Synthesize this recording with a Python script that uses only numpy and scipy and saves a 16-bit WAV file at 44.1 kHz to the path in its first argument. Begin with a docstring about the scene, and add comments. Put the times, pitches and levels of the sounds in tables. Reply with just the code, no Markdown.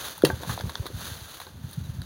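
"""A thick slab of cork bark is levered off its trunk with a wooden pole, outdoors and close by.
From the start the pole scrapes along the gritty inner face, and soon the first fibres snap.
At a quarter second the slab lets go with a hollow thump and a sharp crack; the pole knocks against it.
Then it peels away in dull thuds, crunch and small snaps, with one more, softer knock.
Near the end a far bird chirps twice."""
import sys
import numpy as np
from scipy import signal
from scipy.fft import rfft, irfft, next_fast_len
from scipy.io import wavfile
from scipy.ndimage import map_coordinates

SR = 44100
rng = np.random.default_rng(int(sys.argv[2]) if len(sys.argv) > 2 else 0)


def dump_mix(stems):
    """Bounce the given channels to the path in sys.argv[1] as a 16-bit WAV at rate SR."""
    frames = np.atleast_2d(stems).T  # one column per channel
    limited = np.clip(frames, -1, 1)  # hard clip at full scale
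    pcm = np.round(limited * 32767).astype(np.int16)
    wavfile.write(sys.argv[1], SR, pcm)


N = 90404
TIME = np.arange(N) / SR


def amp(db):
    """Decibels to gain."""
    return 10 ** (np.asarray(db) / 20)


def unit(x):
    """Scale to rms 1."""
    return x / np.sqrt(np.mean(x ** 2) + 1e-20)


def along(points, hz):
    """Read (frequency, value) points on a log frequency axis."""
    frequencies, values = np.transpose(points)
    return np.interp(np.log(hz + 1), np.log(frequencies + 1), values)


def curve(points):
    """Join (time, value) points into one value per sample."""
    return np.interp(TIME, *np.transpose(points))


def filtered(x, response):
    """Filter x by a complex response of frequency."""
    size = next_fast_len(N + SR // 2)
    return irfft(rfft(x, size) * response(np.fft.rfftfreq(size, 1 / SR)), size)[:N]


def coloured(x, spectrum):
    """Shape x with an EQ curve, at rms 1."""
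    return unit(filtered(x, lambda hz: amp(along(spectrum, hz))))


def resonate(x, peaks, sign=-1, order=1):
    """A resonator bank: the sign between neighbours shapes the valleys, order steepens the skirts."""
    def response(f):
        return sum(sign ** k * amp(db) * (1j * f * width / (hz * hz - f * f + 1j * f * width)) ** order
                   for k, (hz, width, db) in enumerate(peaks))
    return filtered(x, response)


def ring(modes, start, attack_s):
    """Damped modes struck at the start time."""
    t = np.maximum(TIME - start, 0)
    tone = sum(amp(db - 60 * t / t60) * np.sin(2 * np.pi * hz * t) for hz, db, t60 in modes)
    return tone * (1 - np.exp(-(t / attack_s) ** 2))


def grains(per_s, spread_db=5.5):
    """Random tiny impulses of very unequal size, at rms 1."""
    impulses = (rng.random(N) < per_s / SR) * rng.choice([-1, 1], N)
    return unit(impulses * amp(spread_db * np.clip(rng.standard_normal(N), -2, 2)))


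def fracture(start, t60, peaks, sign=-1, order=1):
    """One break sets off a spray of tiny ones; together they ring the given resonances."""
    t = np.maximum(TIME - start, 0)
    rise_s = 0.098 * t60
    spray = rng.standard_normal(N) * (1 - np.exp(-t / rise_s)) * amp(-60 * t / t60)
    first_break = amp(-1.5) * np.diff((t > 0).astype(float), prepend=0)
    burst = resonate(first_break + spray / np.linalg.norm(spray), peaks, sign, order)
    return unit(burst) * np.sqrt(0.004 * SR / N)  # the energy of 4 ms at rms 1


# EQ of the outdoor bed (frequency [Hz], gain [dB])
AIR_EQ = [(100, 4.5), (550, 9.5), (1500, 1), (3900, -8.5), (9000, -22.5), (16000, -18)]
def air():
    """A quiet, steady bed of open air."""
    return amp(-59) * coloured(rng.standard_normal(N), AIR_EQ)


# fader ride of the scraping pole (time [s], level [dB])
SCRAPE_RIDE = [(0, -37), (.085, -34), (.15, -46.5), (.23, -48.5), (.265, -33.5), (.31, -44.5), (.46, -44.5),
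               (.49, -36.5), (.54, -35), (.56, -41.5), (.65, -49.5), (.70, -45), (.93, -49), (1.03, -37),
               (1.11, -39.5), (1.22, -45.5), (1.32, -43.5), (1.42, -45.5), (1.52, -54.5), (1.62, -55),
               (1.68, -49.5), (1.77, -50.5), (2.05, -52.5)]
# EQ of the scrape: broad, with several peaks and a dip near 8 kHz (frequency [Hz], gain [dB])
SCRAPE_EQ = [(100, 1), (300, -4.5), (550, -1.5), (1000, -1), (1600, 2), (2250, -8.5), (2900, -4.5),
             (3600, 1.5), (4500, -1), (5250, -12), (6400, -1), (7300, -11.5), (8200, -16), (10200, -4),
             (12000, -10), (16000, -7)]
def scrape(grit_share=0.46, judder_db=1.5, judder_per_s=76):
    """The pole drags along the inner face: dense grit on a rubbing hiss, with a slight judder."""
    grit = np.sqrt(grit_share) * grains(per_s=2200)
    hiss = np.sqrt(1 - grit_share) * rng.standard_normal(N)
    judder = map_coordinates(rng.standard_normal(4096), [TIME * judder_per_s], mode="wrap")
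    return amp(curve(SCRAPE_RIDE) + judder_db * judder) * coloured(grit + hiss, SCRAPE_EQ)


# fader ride of the bending slab (time [s], level [dB])
RUMBLE_RIDE = [(0, -75), (.22, -49), (.32, -33.5), (.45, -48), (.50, -30), (.57, -45), (.67, -33),
               (.72, -51.5), (.92, -46.5), (.96, -35.5), (1.12, -46), (1.38, -63), (1.56, -42.5),
               (1.68, -40), (1.74, -56), (1.81, -36.5), (1.93, -42), (2.05, -34)]
# its bass-heavy EQ (frequency [Hz], gain [dB])
RUMBLE_EQ = [(25, -33), (45, -17), (75, 5), (110, -1), (160, -3.5), (230, -8.5), (2000, -88)]
def rumble():
    """Low end of the slab shuddering as it bends."""
    return amp(curve(RUMBLE_RIDE)) * coloured(rng.standard_normal(N), RUMBLE_EQ)


# fibre cues (time [s], tick level [dB], tick pitch [Hz], snap level [dB], fizz level [dB], t60 [s])
SNAP_CUES = [(0.179, -42.5, 930, -54, -40, .015), (0.2211, -35, 1400, -38, -41.5, 0.0059),
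             (0.2695, -37, 1100, -42, -35.5, 0.002), (0.4338, -32, 850, -39.5, -46, 0.016),
             (.448, -38.5, 890, -53, -56, 0.0073), (0.4953, -26.5, 990, -43, -59, 0.072),
             (.5772, -29.5, 840, -52, -62, 0.002), (0.5913, -48, 1000, -37, -60, 0.0021),
             (.5993, -34, 635, -47, -52, 0.0075), (0.6087, -34, 1240, -38, -53, 0.0079),
             (.695, -34.5, 1030, -38, -53, 0.019), (0.7544, -32.5, 1160, -29.5, -64, 0.0029),
             (.857, -38.5, 990, -42, -56, 0.026), (0.8655, -33.5, 1190, -35, -39.5, 0.023),
             (1.401, -37.5, 1110, -40.5, -44, .018), (1.4157, -38, 1090, -48, -46, .012),
             (1.4676, -40.5, 810, -45, -55, 0.011), (1.712, -65, 1200, -55, -46, .0046),
             (1.732, -58, 1200, -44.5, -42, .045), (2.0183, -45.5, 1340, -42, -46, 0.0034)]
# resonances that give a snap its bite (frequency [Hz], width [Hz], gain [dB])
SNAP_PEAKS = [(3380, 640, 0), (3974, 1300, 2), (6300, 280, -8)]
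# resonances of the fizz on top (frequency [Hz], width [Hz], gain [dB])
FIZZ_PEAKS = [(9770, 1340, -0.5), (14200, 2800, -4)]
def snaps(tick_width_hz=790):
    """Small fibres give way: each is a woody tick, quickly damped by the cork, plus snap and fizz."""
    out = np.zeros(N)
    for start, tick_db, tick_hz, snap_db, fizz_db, t60 in SNAP_CUES:
        tick_peaks = [(tick_hz, tick_width_hz, 0)]
        for db, peaks in (tick_db, tick_peaks), (snap_db, SNAP_PEAKS), (fizz_db, FIZZ_PEAKS):
            out += amp(db) * fracture(start, t60, peaks, order=2)
    return out


# reverb decay among the trees (frequency [Hz], t60 [s])
GROVE_DECAY = [(200, 0.11), (1500, 0.17), (5000, 0.11), (14000, 0.022)]
def grove(x):
    """A short reverb tail, scattered from the ground and nearby trunks."""
    hz, t, noise = signal.stft(rng.standard_normal(SR // 2), SR, nperseg=256)
    decay = amp(-60 * t / along(GROVE_DECAY, hz)[:, None])
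    _, tail = signal.istft(noise * decay, SR, nperseg=256)
    return signal.fftconvolve(x, tail / np.linalg.norm(tail))[:N]


# fader ride of the tearing crunch (time [s], level [dB])
TEAR_RIDE = [(.23, -76), (.27, -37), (.38, -51), (.43, -44), (.51, -50), (.68, -47), (.75, -56.5),
             (.81, -46), (.96, -67)]
# woody resonances of the cork (frequency [Hz], width [Hz], gain [dB])
CORK_PEAKS = [(335, 280, 2.5), (596, 144, 2.5), (890, 174, -3.5)]
def tear():
    """Inner fibres let go one by one and crunch through the cork."""
    return amp(curve(TEAR_RIDE)) * unit(resonate(grains(per_s=350), CORK_PEAKS))


# cues for the springing slab (time [s], gain [dB])
JOLT_CUES = [(0.2362, 1.7), (.289, -25), (0.855, -27), (.901, -30)]
# hollow body of the slab (frequency [Hz], level [dB], t60 [s])
SLAB_MODES = [(144.3, -20, 0.16), (338, -8.5, 0.048), (384.7, 12.5, 0.02), (474.3, 5, 0.029)]
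def jolts():
    """The slab springs loose, sucking air into the gap with one hollow thump, and later shifts softly."""
    return -sum(amp(db) * ring(SLAB_MODES, start, attack_s=0.0037) for start, db in JOLT_CUES)


# the main crack, in three quick stages (time [s], level [dB], t60 [s])
CRACK_CUES = [(.2499, -18.5, 0.0065), (0.2519, -19, 0.014), (0.2571, -24, 0.023)]
# resonances of the splitting slab (frequency [Hz], width [Hz], gain [dB])
SPLIT_PEAKS = [(803, 85, 8), (1090, 240, -3.5), (1770, 270, -1.5), (2750, 110, 7), (3120, 110, 9.5),
               (3940, 260, 3.5), (4330, 75, 6.5), (8960, 1000, -4.5), (12800, 5100, -14)]
def crack():
    """The bark splits from the trunk, a sharp edge just after the thump."""
    return sum(amp(db) * fracture(start, t60, SPLIT_PEAKS, sign=0.9) for start, db, t60 in CRACK_CUES)


# cues for the pole's knocks (time [s], gain [dB], low-pass corner [Hz])
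KNOCK_CUES = [(0.3012, -26, 2940), (1.4676, -38, 900)]
# ring of the wooden pole (frequency [Hz], level [dB], t60 [s])
POLE_MODES = [(383.5, -3.5, 0.1), (519, -7, 0.14), (700, 12.5, 0.01), (875, -3, 0.12), (1130, 6, 0.018),
              (1550, 3.5, 0.057), (1597, 1.5, 0.046), (2000, -18, 0.092)]
def knocks():
    """The pole bumps in the gap; a softer contact rings mainly its low modes."""
    out = np.zeros(N)
    for start, db, corner_hz in KNOCK_CUES:
        wood = ring(POLE_MODES, start, attack_s=0.00023)
        out += amp(db) * filtered(wood, lambda hz: 1 / (1 + 1j * hz / corner_hz) ** 2)
    return out


# cues for the flexing slab (peak time [s], level [dB], pitch [Hz])
THUD_CUES = [(0.336, -25.5, 104), (0.482, -28.5, 150), (.501, -21, 120), (.618, -40, 142),
             (0.645, -24.5, 104), (0.805, -21, 96), (0.95, -26.5, 105), (1.122, -29.5, 102),
             (1.223, -34.5, 95), (1.648, -26.5, 120), (1.784, -21, 136), (1.899, -23.5, 109),
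             (1.992, -26, 114)]
def thuds(half_length_s=0.0071, sag=0.18):
    """The heavy slab gives in soft jerks of two or three cycles, sagging in pitch."""
    out = np.zeros(N)
    for peak, db, hz in THUD_CUES:
        offset = (TIME - peak) / half_length_s
        cycles = hz * half_length_s * (offset - sag * offset ** 2 / 2)
        out += amp(db) * np.exp(-offset ** 2) * np.sin(2 * np.pi * cycles)
    return out


# cues for the faint chirps (peak time [s], level [dB])
CHIRP_CUES = [(1.851, -49.5), (2.025, -49.5)]
def bird(pitch_hz=3910, fall_hz_per_s=4300, half_length_s=0.012):
    """A far bird gives short, slightly falling whistles."""
    out = np.zeros(N)
    for peak, db in CHIRP_CUES:
        t = TIME - peak
        cycles = t * (pitch_hz - fall_hz_per_s * t / 2)
        out += amp(db) * np.exp(-(t / half_length_s) ** 2) * np.sin(2 * np.pi * cycles)
    return out


def scene():
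    """The mix: bark and pole in open air, with only the hits sent to the reverb."""
    hits = jolts() + crack() + knocks() + snaps()
    ambience = air() + bird()
    reverb = amp(-15) * grove(hits)
    peeling = tear() + thuds() + rumble() + scrape()
    return (hits + reverb + peeling + ambience)[None]


def record(dry, low_cut_hz=40, high_cut_hz=15900):
    """Master EQ: a low cut for the deepest bass and a brick-wall high cut."""
    low_cut = signal.butter(3, low_cut_hz, "highpass", fs=SR, output="sos")
    trimmed = signal.sosfilt(low_cut, dry[0])
    return filtered(trimmed, lambda hz: 1 / np.sqrt(1 + (hz / high_cut_hz) ** 200))[None]


dry = scene()
out = record(dry)
dump_mix(out)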